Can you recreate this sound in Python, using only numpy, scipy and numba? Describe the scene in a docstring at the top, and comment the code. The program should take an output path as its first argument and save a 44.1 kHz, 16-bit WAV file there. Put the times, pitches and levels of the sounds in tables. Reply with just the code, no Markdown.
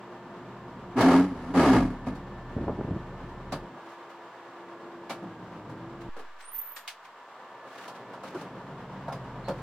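"""A diesel drones and clatters, heard inside the cab of a slow tractor with a round baler behind it.
Pump, gears and electrics whine over it. Sticking hydraulics shake the panels in two hard judders,
levers clack, the microphone is jostled, an arm brushes the controls, and the handbrake squeaks and
drops with a ping. The bass starts thin, then thins twice more as a low-cut jumps up and creeps back."""
import sys
import numpy as np
from scipy import signal
from scipy.fft import rfft, irfft, next_fast_len
from scipy.io import wavfile
from numba import njit

SR = 44100
rng = np.random.default_rng(int(sys.argv[2]) if len(sys.argv) > 2 else 0)


def put_to_file(sound):
    """Save the sound as 16-bit audio at rate SR, in the file named by the first command-line argument."""
    columns = np.atleast_2d(sound).T  # one column per channel
    safe = np.clip(columns, -1, 1)
    whole_steps = np.round(safe * 32767)
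    wavfile.write(sys.argv[1], SR, whole_steps.astype(np.int16))


N = 424241
TIME = np.arange(N) / SR
PUMP_ORDER, GEAR_ORDER = 10, 50  # multiples of the firing rate

# cab panel resonances: f/Hz, width/Hz, gain/dB
PANEL_MODES = [(288, 30, 12.5), (408, 39, 6.5), (535, 22, 5), (686, 20, 5), (763, 17, 4), (925, 35, 2.5),
               (1230, 40, 1.5), (1394, 25, 5.5), (1680, 114, 8.5), (2166, 44, 8.5), (2930, 74, 2.5),
               (3580, 70, -17), (4740, 640, 3.5), (10060, 360, 4)]
# upward jumps of the low-cut: t/s, rise/s, length/s, corner/Hz
LOW_CUT_JUMPS = [(-.1, 0.018, 0.13, 244), (3.61, 0.3, 0.82, 495), (6.09, 0.0037, .8, 1086)]


def amp(db):
    """Decibels to gain."""
    return 10 ** (np.asarray(db) / 20)


def unit(x):
    """Scales to rms 1."""
    return x / np.sqrt(np.mean(x ** 2) + 1e-20)


def curve(points):
    """Breakpoints joined by straight lines in time."""
    return np.interp(TIME, *np.transpose(points))


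def spectrum(points, hz):
    """Breakpoints joined on a log-frequency axis."""
    f, value = np.transpose(points)
    return np.interp(np.log(hz + 1), np.log(f), value)


def peaks(modes, hz):
    """Gain of a set of resonances: f/Hz, width/Hz, gain/dB."""
    return 1 + sum((amp(db) - 1) / (1 + (2 * (hz - f) / width) ** 2) for f, width, db in modes)


def envelope(start, rise, length, t60):
    """Rises in a straight line, holds until start + length, then dies away."""
    t = TIME - start
    return np.clip(t / rise, 0, 1) * amp(-60 * np.maximum(t - length, 0) / t60)


def add(mix, s, sound):
    """Mixes a stereo sound in at time s."""
    part = mix[:, round(s * SR):][:, :sound.shape[1]]
    part += sound[:, :part.shape[1]]


def wander(rate_hz):
    """Random drift of rms 1, mostly slower than rate_hz."""
    hz = np.fft.rfftfreq(N, 1 / SR)
    return unit(irfft(rfft(rng.standard_normal(N)) / (1 + (hz / rate_hz) ** 4), N))


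def tone(cycles):
    """A sine of rms 1 with a random starting phase."""
    return np.sqrt(2) * np.sin(2 * np.pi * (cycles + rng.random()))


def noise(gain, size=N, gate=1):
    """Gated stereo noise of rms 1, coloured by gain(hz): bass centred, treble diffuse."""
    # likeness of left and right in the cab: f/Hz, correlation
    likeness = [(30, 1), (300, 1), (700, 0.99), (1200, 0.98), (2200, 0.65), (4000, 0.19), (9000, -0.28),
                (15000, 0.27)]
    length = next_fast_len(size)
    hz = np.fft.rfftfreq(length, 1 / SR)
    mid, side = rfft(rng.standard_normal((2, size)) * gate, length)
    same = spectrum(likeness, hz)
    mid, side = mid * np.sqrt(1 + same), side * np.sqrt(1 - same)
    return unit(irfft(np.array([mid + side, mid - side]) * gain(hz), length)[:, :size])


def engine_drone(firings, waver=0.15):
    """Low engine orders hum; the higher ones waver more as the cab rocks."""
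    # partials of the drone: multiple of the firing rate, level/dB
    orders = [(1, -45), (2, -56.5), (3, -69), (3.5, -51), (4, -61.5), (5, -61.5), (5.5, -56), (7, -61.5),
              (8, -61.5)]
    drone = np.zeros(N)
    for order, db in orders:
        partial = tone(order * (firings + 0.019 * wander(8.3)))
        drone += amp(db) * partial * (1 + waver * np.sqrt(order) * wander(3.2))
    return drone


def cab_boom(firings, in_gear_s=8.1, rise_s=0.9, level_db=-48.5):
    """Once in gear, the cab booms roughly on the fourth order."""
    swell = np.clip((TIME - in_gear_s) / rise_s, 0, 1)
    return amp(level_db) * swell * tone(4 * firings + 0.24 * wander(6.4)) * (1 + 0.66 * wander(18))


def pump_whine(firings, pump_hz, level_db=-55.5, unload_s=6.26, t60=2.4):
    """The hydraulic pump whines until it is unloaded, loudest near one cab resonance."""
    load = amp(level_db - 60 * np.maximum(TIME - unload_s, 0) / t60)
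    resonance = peaks([(338.3, 18, 7.55)], pump_hz)
    return load * resonance * tone(PUMP_ORDER * firings) * (1 + 0.31 * wander(7.5))


def gear_whine(firings, floor_db=-67):
    """Meshing teeth sing, swelling twice out of the clatter."""
    # swells of the whine: t/s, rise/s, level/dB, t60/s
    swells = [(1.2, .9, -62.5, 12.4), (7.45, 0.27, -60, 2.2)]
    level = amp(floor_db) + sum(amp(db) * envelope(s, rise, rise, t60) for s, rise, db, t60 in swells)
    return level * tone(GEAR_ORDER * firings + 0.068 * wander(13)) * (1 + 0.2 * wander(11))


def diesel_clatter(firings, knock_depth=0.13, uneven=0.28, gain_db=2, flutter_db=0.5):
    """Noise pulses at each firing; each of the four cylinders knocks a little differently."""
    # colour of the clatter: f/Hz, relative density/dB
    colour = [(29, -44), (50, -14), (85, -11.5), (184, -5), (313, -13), (353, -8.5), (428, -10),
              (927, -13.5), (1620, -19), (1740, -21), (2560, -29), (2810, -28), (8750, -48.5),
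              (14900, -60.5), (16000, -55)]
    # cab air resonances: f/Hz, width/Hz, gain/dB
    air_modes = [(120, 24, 6.5), (179, 5.9, 2.5), (273, 41, 3.5), (527, 21, 1.5), (676, 12, 3.5),
                 (952, 99, 5.5), (1068, 27, 5), (1175, 52, 5.5)]
    # how hard the engine works: t/s, relative level/dB
    effort = [(0, -46.5), (2.5, -45.5), (5.9, -46), (6.5, -47), (7.8, -45), (9.62, -44)]
    strength = 1 + uneven * rng.standard_normal(4)
    knock = 1 + 2 * knock_depth * strength[firings.astype(int) % 4] * np.exp(-(firings % 1) / 2)
    clatter = noise(lambda hz: amp(spectrum(colour, hz)) * peaks(air_modes, hz), gate=knock)
    return clatter * amp(curve(effort) + gain_db + flutter_db * wander(7.4))


def engine(speed_drift=0.00305):
    """One shaft drives drone, boom, pump, gears and clatter, so they all sag together under load."""
    # engine speed as the pitch of the pump: t/s, f/Hz
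    speed = [(0, 352.7), (3.6, 353), (3.76, 331.3), (4.0, 343), (5.2, 341), (5.5, 307.5), (5.7, 315.5),
             (5.88, 335.5), (6.08, 339.7), (6.4, 348), (9.62, 347)]
    pump_hz = curve(speed)
    firings = np.cumsum(pump_hz / PUMP_ORDER * (1 + speed_drift * wander(5.4))) / SR
    hum = engine_drone(firings) + cab_boom(firings)
    return hum + pump_whine(firings, pump_hz) + gear_whine(firings) + diesel_clatter(firings)


def electrics():
    """Thin, steady whines of the cab's electrics."""
    # whines: f/Hz, level/dB
    whines = [(7607, -84.5), (15219, -89)]
    return sum(amp(db) * tone(hz * TIME) for hz, db in whines)


def hydraulic_judder(rasp_db=-20.5, rasp_growth=1.23, bite=0.21, shudder_db=-39.5, shudder_top_hz=420):
    """Hydraulics stick and slip: each slip rasps, and a panel booms when a slip harmonic meets it."""
    # two hard and two weak judders: t/s, rise/s, length/s, relative level/dB, t60/s
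    judders = [(0.954, 0.041, 0.21, 0.5, 0.35), (1.304, 0.12, 0.36, -18.5, 0.43),
               (1.531, 0.045, 0.22, .5, 0.39), (2.054, .016, 0.03, -12, 0.16)]
    # stick-slip rate, slowing overall: t/s, f/Hz
    slip_rate = [(.97, 134), (1.02, 104), (1.045, 85), (1.09, 90), (1.122, 82.5), (1.145, 88.5),
                 (1.3, 93.6), (1.35, 82), (1.48, 83), (1.54, 96), (1.6, 84), (1.68, 69), (1.72, 66),
                 (1.77, 55.3), (1.87, 36), (2.02, 35.3), (2.08, 53), (2.14, 46)]
    # response of the cab air and one booming panel: f/Hz, width/Hz, gain/dB
    shaken_modes = [(41.5, 15, 12.5), (89.6, 14, -18), (116, 25, 11), (183, 31, 13), (265.5, 20, 25)]
    # colour of the rasp: f/Hz, relative density/dB
    colour = [(190, -17), (320, -6), (389, -1), (423, -7.5), (549, -8), (668, -6.5), (897, -6),
              (1040, -10.5), (1240, -7.5), (1440, -18), (1700, -18), (2360, -22.5), (9950, -39),
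              (16000, -56)]
    slip_hz = curve(slip_rate)
    slips = np.cumsum(slip_hz * (1 + 0.014 * wander(44))) / SR
    force, sway, shudder = np.zeros((3, N))
    late_s, hang_s = 0.0052, 0.038  # the cab shakes just before the rasp and hangs on after it
    for s, rise, length, db, t60 in judders:
        force += amp(rasp_growth * db) * envelope(s + late_s, rise, length - late_s, t60)
        sway += amp(db) * envelope(s, rise, length + hang_s, 1.234 * t60)
    for k in range(1, 8 + 1):
        response = peaks(shaken_modes, k * slip_hz) / (1 + (k * slip_hz / shudder_top_hz) ** 4)
        shudder += response * tone(k * slips) * (1 + 0.18 * wander(43))
    pulses = (1 + 2 * bite * np.exp(-(slips % 1) / 0.28)) * amp(1.1 * wander(79))
    rasp = noise(lambda hz: amp(spectrum(colour, hz)) * peaks(PANEL_MODES, hz), gate=pulses)
    return amp(rasp_db) * force * rasp + amp(shudder_db) * sway * shudder


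def lever_clacks(t60=0.2, ring_width_hz=65, panel_limit_hz=2000):
    """A lever hits its stop: click and knock come first, the cab's thud swells later and lasts longer."""
    # lever and valve hits, levels relative: t/s, thud/dB, knock/dB, click/dB, ring/Hz, ring/dB, rise/s
    hits = [(1.008, -31.5, -27, -32.5, 890, -6, 0.0011), (2.149, -53, -58, -56, 404, -9, .004),
            (3.289, -43, -61, -67, 180.6, 7, .005), (3.521, -35.5, -31, -38.5, 4700, 14, 0.0016),
            (5.094, -34, -30.5, -35, 2300, 16, 0.0071), (5.222, -31.5, -41, -62, 180, 8, 0.0068),
            (5.693, -37, -43, -58, 931, 4, .004), (6.165, -29, -31.5, -56, 470, 21, 0.0018),
            (6.188, -29, -39.5, -53, 412, 10, .004), (6.763, -43, -39, -42, 1860, 13, 0.0015),
            (6.876, -65, -41.5, -36, 2980, 5, 0.0011), (7.878, -63, -38.5, -47, 1010, 12, .002),
            (8.132, -63, -40.5, -56.5, 790, 12, .003), (8.232, -43.5, -39.5, -51, 215, 9, 0.0031),
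            (8.344, -34.5, -35.5, -52.5, 366, 20, 0.0039), (8.409, -46, -41.5, -51, 691, 0, 0.0019),
            (9.080, -54, -32.5, -55, 771, 13, .002), (9.122, -47, -37, -47, 5000, 13, .002),
            (9.481, -33, -26.5, -45, 525, 14, 0.0027)]
    # colour of a hit: f/Hz, relative density/dB
    colour = [(60, 4), (170, 6), (300, -3), (600, -2), (1200, -5.5), (2500, -15), (4500, -18.5),
              (7000, -26), (10000, -27.5), (13000, -33), (16000, -30)]
    out, t = np.zeros((2, N)), np.arange(SR // 2) / SR
    # a blow stirs only the lower panel resonances, plus a ring of its own
    low_modes = [(f, width, db / (1 + (f / panel_limit_hz) ** 4)) for f, width, db in PANEL_MODES]
    for s, thud_db, knock_db, click_db, ring_hz, ring_db, rise in hits:
        body = low_modes + [(ring_hz, ring_width_hz, ring_db)]
        thud = (90, 420, thud_db + 5.5, 3 * rise, 1.03 * t60)
        knock = (446, 1620, knock_db + 1.5, rise, t60)
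        click = (1940, 15000, click_db + 2.5, rise, 0.83 * t60)
        for low_hz, high_hz, db, attack_s, band_t60 in (thud, knock, click):
            band = noise(lambda hz: amp(spectrum(colour, hz)) * peaks(body, hz)
                         / (1 + (low_hz / (hz + 1)) ** 6 + (hz / high_hz) ** 6), size=len(t))
            add(out, s, band * (1 - np.exp(-t / attack_s)) * amp(db - 60 * t / band_t60))
    return out


def microphone_bumps(from_s=2.6, to_s=2.98, weak_count=10, t60=0.037, rumble_t60=0.31):
    """The microphone is jostled on its mount: short, dull pushes run together in a low rumble."""
    # the hardest bumps: t/s, relative level/dB, low-pass corner/Hz
    hard = [(2.565, -22, 352), (2.578, -22, 650), (2.61, -22, 400), (2.68, -21, 750), (2.695, -21.5, 900),
            (2.787, -24, 448), (2.808, -25, 850), (2.884, -26.5, 550), (2.909, -20, 372), (2.94, -27, 450),
            (3.235, -29.5, 250)]
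    # colour of a bump: f/Hz, relative density/dB
    colour = [(30, -14), (70, 1), (200, 1.5), (1000, -3.5), (16000, -33)]
    out, t = np.zeros((2, N)), np.arange(SR // 4) / SR
    times = from_s + (to_s - from_s) * (np.arange(weak_count) + rng.random(weak_count)) / weak_count
    weak = [(s, rng.normal(-29, 3), 400) for s in times]
    attack = 1 - np.exp(-t / 0.0013)
    fade = amp(-0.5 - 60 * t / t60) + amp(-11.5 - 60 * t / rumble_t60)
    for s, db, corner_hz in hard + weak:
        push = noise(lambda hz: amp(spectrum(colour, hz)) / (1 + (hz / corner_hz) ** 3), size=len(t))
        add(out, s, amp(db) * push * attack * fade)
    return out


def sleeve_rustle(grain_db=1.5, t60=0.21):
    """An arm brushes along the controls in grainy strokes, each swelling to its end."""
    # strokes: t/s, length/s, level/dB
    strokes = [(3.757, 0.18, -57), (4.088, .015, -55), (6.0, .012, -52.5), (6.382, .03, -48),
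               (6.53, 0.022, -54.5), (7.02, 0.034, -53.5), (7.63, .22, -47.5), (7.933, 0.021, -51.5),
               (8.228, 0.0606, -48), (8.33, .07, -51), (9.5, .1, -57)]
    # colour of the cloth: f/Hz, relative density/dB
    colour = [(300, -3), (1500, 7), (3500, -1.5), (7000, -10), (11000, -17.5), (16000, -23)]
    pressure = sum(amp(db) * envelope(s, length, length, t60) for s, length, db in strokes)
    return noise(lambda hz: amp(spectrum(colour, hz))) * pressure * amp(grain_db * wander(70))


def low_cut_pop(level_db=-35, attack_s=0.00041, decay_s=0.21):
    """A soft, very low pop at the last, sudden jump of the low-cut."""
    t = np.maximum(TIME - LOW_CUT_JUMPS[-1][0], 0)
    return amp(level_db) * (1 - np.exp(-t / attack_s)) * np.exp(-t / decay_s)


def pivot_squeaks(jitter_hz=78.5, grip_db=4, gain_db=-2.5, pan_db=2.5, echo_db=-2, echo_t60=0.16):
    """Dry pivots sing on the right, rough while they barely grip, purer when loud; the cab echoes them."""
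    # gliding squeaks: t/s, rise/s, length/s, from/Hz, to/Hz, relative level/dB, t60/s
    squeaks = [(6.403, 0.07, .1, 7930, 9650, -52, .12), (6.513, .02, 0.18, 14060, 13990, -37.5, 0.24),
               (9.438, 0.0082, 0.0602, 4180, 4370, -58.5, 0.12)]
    direct = np.zeros((2, N))
    for s, rise, length, from_hz, to_hz, db, t60 in squeaks:
        grip = amp(db + grip_db * wander(37)) * envelope(s, rise, length, t60)
        glide_hz = np.interp(TIME, [s, s + length], [from_hz, to_hz])
        roughness = 1 / (0.5 + grip / amp(-32))
        cycles = np.cumsum(glide_hz + jitter_hz * roughness * wander(287)) / SR
        direct += amp(gain_db) * grip * tone(np.array([cycles, cycles + 0.17]))  # the right ear leads
    t = np.arange(SR // 4) / SR
    cab = rng.standard_normal((2, len(t))) * amp(-60 * t / echo_t60)
    echoes = signal.oaconvolve(direct, cab / np.linalg.norm(cab[0]), axes=1)[:, :N]
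    return (direct + amp(echo_db) * echoes) * amp([[-pan_db], [pan_db]])


def handbrake_spring(release_s=6.755, attack_s=0.0082, t60=0.2):
    """The handbrake's spring pings as the pawl lets go."""
    # modes of the spring: f/Hz, level/dB
    modes = [(7150, -46.5), (8340, -51), (9500, -57), (11900, -48), (13200, -56), (14200, -55)]
    t = np.maximum(TIME - release_s, 0)
    ring = np.array([sum(amp(db) * tone(hz * t) for hz, db in modes) for ear in range(2)])
    return ring * (1 - np.exp(-t / attack_s)) * amp(-60 * t / t60)


@njit
def low_cut(x, corner_hz):
    """Two-pole high-pass whose corner moves."""
    y, low, band = np.zeros(len(x)), 0., 0.
    for i in range(len(x)):
        g = np.tan(np.pi * corner_hz[i] / SR)
        y[i] = (x[i] - (np.sqrt(2) + g) * band - low) / (1 + g * (np.sqrt(2) + g))
        low += 2 * g * (band + g * y[i])
        band += 2 * g * y[i]
    return y


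def scene():
    """The running machine, with the handling noises in the cab on top."""
    machine = engine() + electrics() + hydraulic_judder()
    return (machine + lever_clacks() + microphone_bumps() + sleeve_rustle()
            + pivot_squeaks() + handbrake_spring())


def record(dry, rest_hz=39, octaves_per_s=1.66, ceiling=0.36, top_hz=16300):
    """The microphone's low-cut jumps and glides back; peaks saturate softly and the top is cut off."""
    glide_t60 = np.log2(1000) / octaves_per_s
    jumps = [hz * envelope(s, rise, length, glide_t60) for s, rise, length, hz in LOW_CUT_JUMPS]
    corner_hz = np.maximum(np.max(jumps, axis=0), rest_hz)
    thinned = np.array([low_cut(channel, corner_hz) for channel in dry]) + low_cut_pop()
    rounded = ceiling * np.tanh(thinned / ceiling)
    low_pass = signal.firwin(511, top_hz, window=("kaiser", 9), fs=SR)
    return signal.oaconvolve(rounded, low_pass[None], "same")


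dry = scene()
out = record(dry)
put_to_file(out)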